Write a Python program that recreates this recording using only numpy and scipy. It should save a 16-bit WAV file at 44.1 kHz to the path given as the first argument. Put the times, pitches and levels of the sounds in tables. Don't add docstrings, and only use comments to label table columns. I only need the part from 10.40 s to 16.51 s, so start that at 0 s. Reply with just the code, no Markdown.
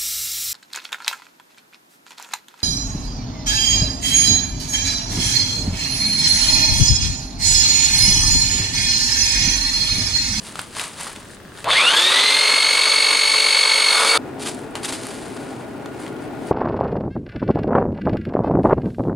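import sys
import numpy as np
from scipy import signal
from scipy.fft import rfft, irfft, next_fast_len
from scipy.io import wavfile

SR = 44100
rng = np.random.default_rng(int(sys.argv[2]) if len(sys.argv) > 2 else 0)


def invert_db(level):
    return 10 ** (np.asarray(level, dtype=float) / 20)


def file_out(sig):
    cols = np.atleast_2d(sig).T
    lim = np.clip(cols, -1, 1)
    pcm = np.round(lim * 32767).astype(np.int16)
    wavfile.write(sys.argv[1], SR, pcm)


N = 269451
TIME = np.arange(N) / SR
PADDED = next_fast_len(N)
HZ = np.fft.rfftfreq(PADDED, 1 / SR) + 1
TRIGGER_S, CUT_S = 1.24, 3.776


def evened(x):
    return x / np.sqrt(np.mean(x ** 2) + 1e-20)


def read(points, hz):
    f, value = np.transpose(points)
    return np.interp(np.log(hz + 1), np.log(f + 1), value)


def curve(rows):
    s, value = np.transpose(rows)
    return np.interp(TIME, s, value)


def ramp(start_s, end_s):
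    return np.interp(TIME, [start_s, end_s], [0, 1])


def coloured(x, points, lo_hz=0, hi_hz=30000):
    edges = 1 / np.sqrt((1 + (lo_hz / HZ) ** 8) * (1 + (HZ / hi_hz) ** 8))
    return irfft(rfft(x, PADDED) * invert_db(read(points, HZ)) * edges, PADDED)[:N]


def resonate(x, hz, width):
    turn = np.exp(2j * np.pi * hz * np.arange(len(x)) / SR)
    r = np.exp(-np.pi * width / SR)
    return 2 * (turn * signal.lfilter([1 - r], [1, -r], x / turn)).real


def resonate_twice(x, hz, width):
    return resonate(resonate(x, hz, width), hz, width)


def wander(hz):
    knots = rng.standard_normal(int(4 * hz * N / SR) + 8)
    knots = np.convolve(knots, np.hanning(6), "same")
    return np.interp(TIME, np.linspace(0, N / SR, len(knots)), evened(knots))


def spread(x, other, same, left):
    likeness = np.clip(read(same, HZ), 0, 1)
    lean = invert_db(read(left, HZ) / 2)
    a = rfft(x, PADDED) * np.sqrt((1 + likeness) / 2)
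    b = rfft(other, PADDED) * np.sqrt((1 - likeness) / 2)
    return irfft(np.array([(a + b) * lean, (a - b) / lean]), PADDED)[:, :N]


def room(x, t60, wet_db):
    t = np.arange(SR // 2) / SR
    tail = rng.standard_normal((2, len(t))) * invert_db(-60 * t / t60) * (t > .004)
    tail /= np.linalg.norm(tail[0])
    return x + invert_db(wet_db) * signal.fftconvolve(x, tail, axes=1)[:, :N]


def dulled(x):
    return signal.sosfilt(signal.butter(5, 12300, fs=SR, output="sos"), x)


# (time [s], level [dB])
FAN_LEVEL = [
    [(0, -44.5), (1.25, -44.5)],
    [(1.45, -50), (2., -52.5), (3.77, -56)],
    [(3.78, -34.5), (4.5, -36), (5.3, -36), (5.85, -34), (6.11, -33)],
]
# (frequency [Hz], level per Hz [dB])
WASH_BEFORE = [(12, -41), (20, -5.5), (222, 1.5), (434, -3), (485, -4), (849, -12), (1260, -10.5),
               (1760, -11.5), (2320, -18), (3440, -17.5), (6910, -27), (9400, -41), (16000, -26)]
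WASH_AFTER = [(12, -55), (20, -23), (63, -14), (134, -1.5), (182, -6), (255, 1), (422, 0), (499, -8),
              (802, -7.5), (1090, -17.5), (1440, -22.5), (1910, -24), (5530, -40), (9670, -50),
              (16000, -44)]
# (frequency [Hz], width [Hz], level [dB])
CAGE_HUMS = [(265, 11, -49.5), (657, 6.6, -57), (1434, 47, -50), (2440, 350, -64.5)]
# (frequency [Hz], likeness [0-1])
FAN_SAME = [(60, 0.98), (180, 0.81), (550, 0.78), (1650, 0.46), (4970, 0.074), (15000, 0.079)]
# (frequency [Hz], level [dB])
ROOM_LEFT = [(60, -1), (180, -1), (550, 5), (1650, 1.5), (4970, 1.0), (15000, -1.5)]


def fan():
    level = invert_db(curve(sum(FAN_LEVEL, [])))
    after = TIME > CUT_S
    ports = []
    for port in range(2):
        air = rng.standard_normal(N) * invert_db(0.9 * wander(48))
        first, second = [coloured(air, wash) / np.std(coloured(air, wash, 43, 345))
                         for wash in (WASH_BEFORE, WASH_AFTER)]
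        hums = sum(invert_db(db) * evened(resonate(air, hz, width)) for hz, width, db in CAGE_HUMS)
        ports.append(level * np.where(after, second, first) + after * hums)
    return spread(*ports, FAN_SAME, ROOM_LEFT)


# (peak time [s], crumple [dB], time to swell 10 dB [ms], time to fade 10 dB [ms], low scrape over it [dB])
SQUEEZES = [(.06, -34, 54, 80, -6), (.2, -35.5, 70, 83, -1.5), (0.401, -25.5, 41, 43, -1.5),
            (.44, -32, 62, 100, -3), (.61, -30.5, 40, 130, -2.5), (.68, -44, 48, 120, 6),
            (.95, -42, 100, 9, -14), (1.21, -41, 70, 46, 0), (3.997, -33.5, 0, 60, -14),
            (4.028, -31.5, 19, 50, -8), (4.074, -20, 13.5, 23, -5), (4.11, -36.5, 25, 90, -10),
            (4.19, -58, 60, 12, -7), (4.357, -35, 2, 40, 6), (4.433, -29.5, -11, 25, -7),
            (4.45, -22.5, 11, 23, -6), (4.49, -27, 15, 25, -3.5), (4.528, -25, 5, 41, -6),
            (4.66, -34, 150, 239, -3.5), (4.85, -49, 102, 114, 4), (5.1, -45.5, 298, 137, 2),
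            (5.63, -43, 80, 76, 3), (5.83, -46.5, 26, 25, 5), (6.11, -45, 131, 100, -6)]


def squeezes():
    crumple = invert_db(2 * -55.5)
    scrape = invert_db(2 * np.where(TIME < CUT_S, -71, -43))
    for s, db, swell_ms, fade_ms, scrape_db in SQUEEZES:
        slope_ms = np.maximum(np.where(TIME < s, swell_ms, fade_ms), 3)
        power = invert_db(2 * (db - 10 * abs(TIME - s) * 1000 / slope_ms))
        crumple = crumple + power
        scrape = scrape + power * invert_db(2 * scrape_db)
    return 10 * np.log10(crumple), 10 * np.log10(scrape)


# (frequency [Hz], level per Hz [dB])
FILM = [(350, -34), (600, 3.5), (726, -1.5), (855, 4), (1020, 3), (1490, -0.5), (1660, 1), (2340, 0),
        (3570, -2.5), (4880, -2.5), (5510, -7), (9630, -1), (15500, -38)]
# (frequency [Hz], likeness [0-1])
BENCH_SAME = [(60, 0.22), (180, 0.25), (550, 0.88), (1650, 1), (4970, 1), (15000, 0.48)]


def bag(per_s=5000, size_db=5.5):
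    crumple_db, scrape_db = squeezes()
    folds = []
    for port in range(2):
        sizes = invert_db(size_db * np.minimum(rng.exponential(1, N), 4)) * rng.choice([-1, 1], N)
        folds.append(sizes * (rng.random(N) < per_s / SR) + rng.standard_normal(N))
    high = [evened(coloured(f, FILM, 2800, 30000)) for f in folds]
    low = [evened(coloured(f, FILM, 490, 2020)) for f in folds]
    flecks = rng.exponential(1, N) * (rng.random(N) < 90 / SR)
    high[0] += 17 * resonate_twice(flecks, 9250, 2200)
    hands_free = (TIME < TRIGGER_S) | (TIME > CUT_S)
    clumps = invert_db(1.42 * wander(60)) * hands_free
    ports = [clumps * (invert_db(crumple_db - 2.4) * h + invert_db(scrape_db - 3.3) * l)
             for h, l in zip(high, low)]
    return room(spread(*ports, BENCH_SAME, ROOM_LEFT), 0.16, -17.5)


# (time [s], peak
# level [dB], ring [Hz], crack over it [dB])
SNAPS = [(0.156, -16, 1300, -10.5), (0.192, -10.5, 1430, -13.5), (0.2162, -35, 1150, -14),
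         (0.3675, -17, 1140, -10), (0.3955, -17, 2580, -3), (0.6688, -18, 1170, -19),
         (0.7615, -25.5, 3480, -5), (1.174, -33, 1270, -2), (1.243, -27.5, 1020, 3), (1.277, -13, 885, -34),
         (1.3054, -3, 2170, -35), (4.0234, -31, 1030, 1), (4.0706, -20.5, 2170, -10),
         (4.354, -13, 1090, -8), (4.4466, -20, 3900, -15), (4.4653, -30, 3450, -14), (4.524, -15, 990, -12),
         (4.6688, -21, 1340, -22), (5.21, -29, 1520, -20), (5.2694, -54, 1490, 4),
         (5.459, -18.5, 1220, -16.5), (5.5944, -30, 921, -18), (5.665, -24, 2020, -13),
         (5.6785, -24, 902, -13), (5.7644, -31, 902, -13)]
CREAKS = [.8214, .8545, .9036, .9346, .9692, 1.0017, 1.0516, 1.0804, 1.1204, 1.152, 1.189]


def snaps_and_creaks():
    out = np.zeros((2, N))
    t = np.arange(800) / SR
    lean = invert_db(np.array([[0.5], [-0.5]]) / 2)
    pops = SNAPS + [(s, -29, 1680, -19) for s in CREAKS]
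    for s, db, hz, crack_db in pops:
        puff = rng.standard_normal(len(t))
        ring = np.sin(2 * np.pi * hz * t) * np.exp(-t / 0.00089)
        crack = resonate(puff, 3100, 1300) * np.exp(-t / 0.0025)
        tick = resonate_twice(puff, 7200, 3000) * np.exp(-t / 0.00092)
        pop = ring + invert_db(crack_db + 7) * crack / abs(crack).max()
        pop += invert_db(crack_db - 4) * tick / abs(tick).max()
        at = round(s * SR)
        out[:, at:at + len(t)] += invert_db(db) * pop * lean
    return room(dulled(out), 0.17, -9)


TOP_HZ = 440
# (time [s], speed [Hz])
SAG = [
    (1.95, -1),
    (2.1, 2),
    (2.22, -1.7),
    (2.43, 1.4),
    (2.73, -2.8),
    (3.07, .2),
    (3.42, -2.8),
    (3.49, -5.5),
    (3.776, 11),
]


def speed():
    age = np.maximum(TIME - 1.2037, 0) / .264
    spin_up = TOP_HZ * (1 - np.exp(-age ** 1.097))
    jerk = (TIME - 1.347) / .045
    return spin_up + 24 * jerk * np.exp(-jerk ** 2) + curve(SAG)


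def bit_through():
    return ramp(3.46, 3.6)


PINION, GEAR, VANES = 5, 46, 35
# (multiple of the armature, multiple of the chuck gear added, level [dB])
TONES = [(4, 0, -41), (5, -3, -41), (5, -2, -43), (5, -1, -34), (5, 0, -26), (5, 1, -27), (5, 2, -39),
         (5, 3, -41), (6, -1, -41), (6, 0, -36), (9, -2, -38), (9, -1, -39), (10, -2, -34), (10, -1, -32),
         (10, 0, -24), (10, 1, -24), (10, 2, -39), (10, 3, -36), (11, 0, -40), (11, 2, -44), (14, 0, -47),
         (15, 0, -36), (15, 1, -42), (16, 0, -44), (19, 2, -46), (20, -1, -42), (20, 0, -38), (20, 1, -42),
         (20, 2, -38), (22, 0, -42)]
# (multiple of the armature, multiple of the chuck gear, level [dB])
UNBALANCE = [(0, 1, -60), (0, 6, -53), (1, 0, -40.5), (2, 0, -46)]
# (frequency [Hz], level [dB])
TOOTH_OUT = [(300, -60), (450, -34), (1050, -26.5), (1200, -25), (1500, -18.5), (1800, -30), (2010, -21.5),
             (2200, -21.5)]
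DOUBLE_OUT = [(650, -32), (900, -21.5), (1350, -33), (1900, -10), (2360, -19), (3500, -14.5), (4020, -19.5),
              (4380, -19.5)]


def gear_whine(hz, turn, gear, seated):
    out = np.zeros(N)
    tooth_db, double_db = read(TOOTH_OUT, PINION * hz), read(DOUBLE_OUT, 2 * PINION * hz)
    unload_db = -17 * bit_through() * (0.5 - seated)
    turn = turn + .032 * (1 - seated) * wander(150)
    for order, side, db in TONES:
        mesh, casing_db = (PINION, tooth_db) if order < 8 else (2 * PINION, double_db)
        steady = np.sqrt(sum(invert_db(2 * d) for m, n, d in TONES if m == mesh))
        start = rng.random() if abs(side) > 1 else 0
        if side == 0 and order == mesh:
            firm = 1
        else:
            firm = seated ** (1.5 if side else .6)
        flutter_db = (.8 + 4 * (1 - seated)) * wander(25)
        level = firm * invert_db(db + casing_db + flutter_db + unload_db) / steady
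        out += level * np.cos(2 * np.pi * (order * turn + side * gear + start))
    shake = (np.gradient(gear) * SR / 47.5) ** 2 * invert_db(wander(8) + 7 * (1 - seated))
    for order, side, db in UNBALANCE:
        out += shake * invert_db(db) * np.cos(2 * np.pi * (order * turn + side * gear))
    return np.sqrt(2) * out


# (time [s], level [dB])
CHATTER_LEVEL = [
    (1.235, -48),
    (1.26, -39),
    (1.29, -33),
    (1.31, -17),
    (1.5, -21),
    (1.82, -18),
    (2.2, -22.5),
    (3.45, -22.5),
    (3.776, -25),
]
# (frequency [Hz], level per Hz [dB])
CASING = [(59, -66), (100, -39.5), (330, -24.5), (520, -14.5), (748, -19), (1110, -11), (1920, -9.5),
          (2180, -6), (2420, -5.5), (2630, -4.5), (4090, -5), (4350, -3), (5370, -17.5), (9660, -11.5),
          (15000, -38)]
# (frequency [Hz], width [Hz], level [dB])
KNOCK = [(2413, 106, -1), (3450, 450, 23.5), (3890, 530, -55), (4400, 210, -26), (9000, 1500, -10.5)]


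def tooth_chatter(chatter, throb, seated):
    sharp = np.exp(6 * (throb - seated ** 2))
    blow = sharp * invert_db(2 * wander(30) - 2 * (1 - seated)) * rng.standard_normal(N)
    knock = evened(sum(invert_db(db) * resonate_twice(blow, hz, width) for hz, width, db in KNOCK))
    teeth = evened(coloured(chatter, CASING, 1800, 5200)) * invert_db(3 * throb - 2)
    chuck = 3 * seated * (1 - seated) * invert_db(-5) * evened(resonate_twice(chatter, 3610, 320))
    return invert_db(curve(CHATTER_LEVEL)) * (teeth + invert_db(-4.5) * knock + chuck)


# (frequency [Hz], width [Hz], level over the bite [dB])
MOULD = [(285, 40, -23), (560, 120, -22), (890, 30, -14)]


def bit_bite(chatter, throb, seated):
    through = bit_through()
    slack_db = -27 * (1 - ramp(1.15, 1.294))
    level_db = -27 + 4 * (1 - seated) + 4 * through + slack_db
    shell = sum(invert_db(db) * evened(resonate_twice(chatter, hz, width)) for hz, width, db in MOULD)
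    rasp = invert_db(-14.5) * evened(resonate_twice(chatter, 1360, 540))
    bite = evened(coloured(chatter, CASING, 0, 1300)) + (1 - through) * shell + through * rasp
    return bite * invert_db(level_db + throb + 1.7 * wander(30))


# (frequency [Hz], width [Hz], level over the hiss [dB])
VENTS = [(5206, 190, -20.5), (6435, 550, -15), (7960, 83, -16), (8630, 640, -10.5), (9710, 350, -12.5)]


def vent_hiss(chatter, throb, hz):
    level_db = -23.5 - 5 * (1 - hz / TOP_HZ) + 3 * bit_through() - 18 * (1 - ramp(1.27, 1.305))
    slots = sum(invert_db(db) * evened(resonate_twice(chatter, f, width)) for f, width, db in VENTS)
    return (slots + evened(coloured(chatter, CASING, 4660))) * invert_db(level_db + 0.5 * throb - 3)


def rattle(hz, turn, gear, seated):
    rough_db = (2.93 - 2.8 * seated) * wander(310) + np.cos(2 * np.pi * turn)
    chatter = rng.standard_normal(N) * invert_db(rough_db)
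    throb = seated ** 2 * np.cos(2 * np.pi * (gear - .1))
    work = tooth_chatter(chatter, throb, seated) + bit_bite(chatter, throb, seated)
    return dulled(work + vent_hiss(chatter, throb, hz))


# (frequency [Hz], level [dB])
VANE_OUT = [(7000, -48), (8300, -31), (9700, -42), (11200, -38), (13500, -44), (14800, -41), (15350, -43),
            (15750, -42)]


def vane_whine(hz, turn):
    lag = 2.5 * np.array([[0], [1]]) * (hz / 438) ** 2
    whine = np.cos(2 * np.pi * VANES * turn - lag)
    whine += invert_db(-24) * np.cos(2 * np.pi * (VANES - 2) * turn - lag)
    level_db = read(VANE_OUT, VANES * hz) + 1.5 * wander(12)
    return np.sqrt(2) * whine * invert_db(level_db) * np.clip((hz - 200) / 25, 0, 1)


# (time [s], seating [0-1])
SEATED = [
    (1.24, 0),
    (1.45, .35),
    (1.8, .5),
    (2.05, 1.),
    (3.47, 1.),
    (3.56, .65),
    (3.635, .1),
    (3.7, .75),
    (3.776, .3),
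]
# (frequency [Hz], level [dB])
DRILL_LEFT = [(200, 1), (500, 2.5), (1000, 1), (2000, .2), (4000, 0), (8000, .6), (12000, -1)]


def drill():
    hz = np.maximum(speed(), 0)
    seated = np.clip(curve(SEATED), 0, 1)
    on = np.clip((TIME - TRIGGER_S) / 0.005, 0, 1)
    turn = np.cumsum(hz * (on > 0)) / SR
    gear = turn * PINION / GEAR + .3
    buzz = invert_db(-38) * np.exp(-((TIME - TRIGGER_S) / 0.14) ** 2) * np.sin(2 * np.pi * 120 * TIME)
    near = on * (gear_whine(hz, turn, gear, seated) + rattle(hz, turn, gear, seated) + buzz)
    bench_echo = invert_db(-8.5) * np.roll(near, 170)
    tool = room(spread(near, bench_echo, BENCH_SAME, DRILL_LEFT), 0.11, -13)
    return (tool + vane_whine(hz, turn)) * (TIME < CUT_S)


def scene():
    return fan() + bag() + snaps_and_creaks() + drill()


def top_cut(x):
    return signal.sosfilt(signal.butter(12, 15900, fs=SR, output="sos"), x)


def record(dry):
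    overloaded = np.tanh(dry / 1.3) * 1.3
    band_limit = signal.ellip(8, .3, 70, 15850, fs=SR, output="sos")
    mix = signal.sosfilt(band_limit, overloaded)
    return top_cut(mix)


dry = scene()
out = record(dry)
file_out(out)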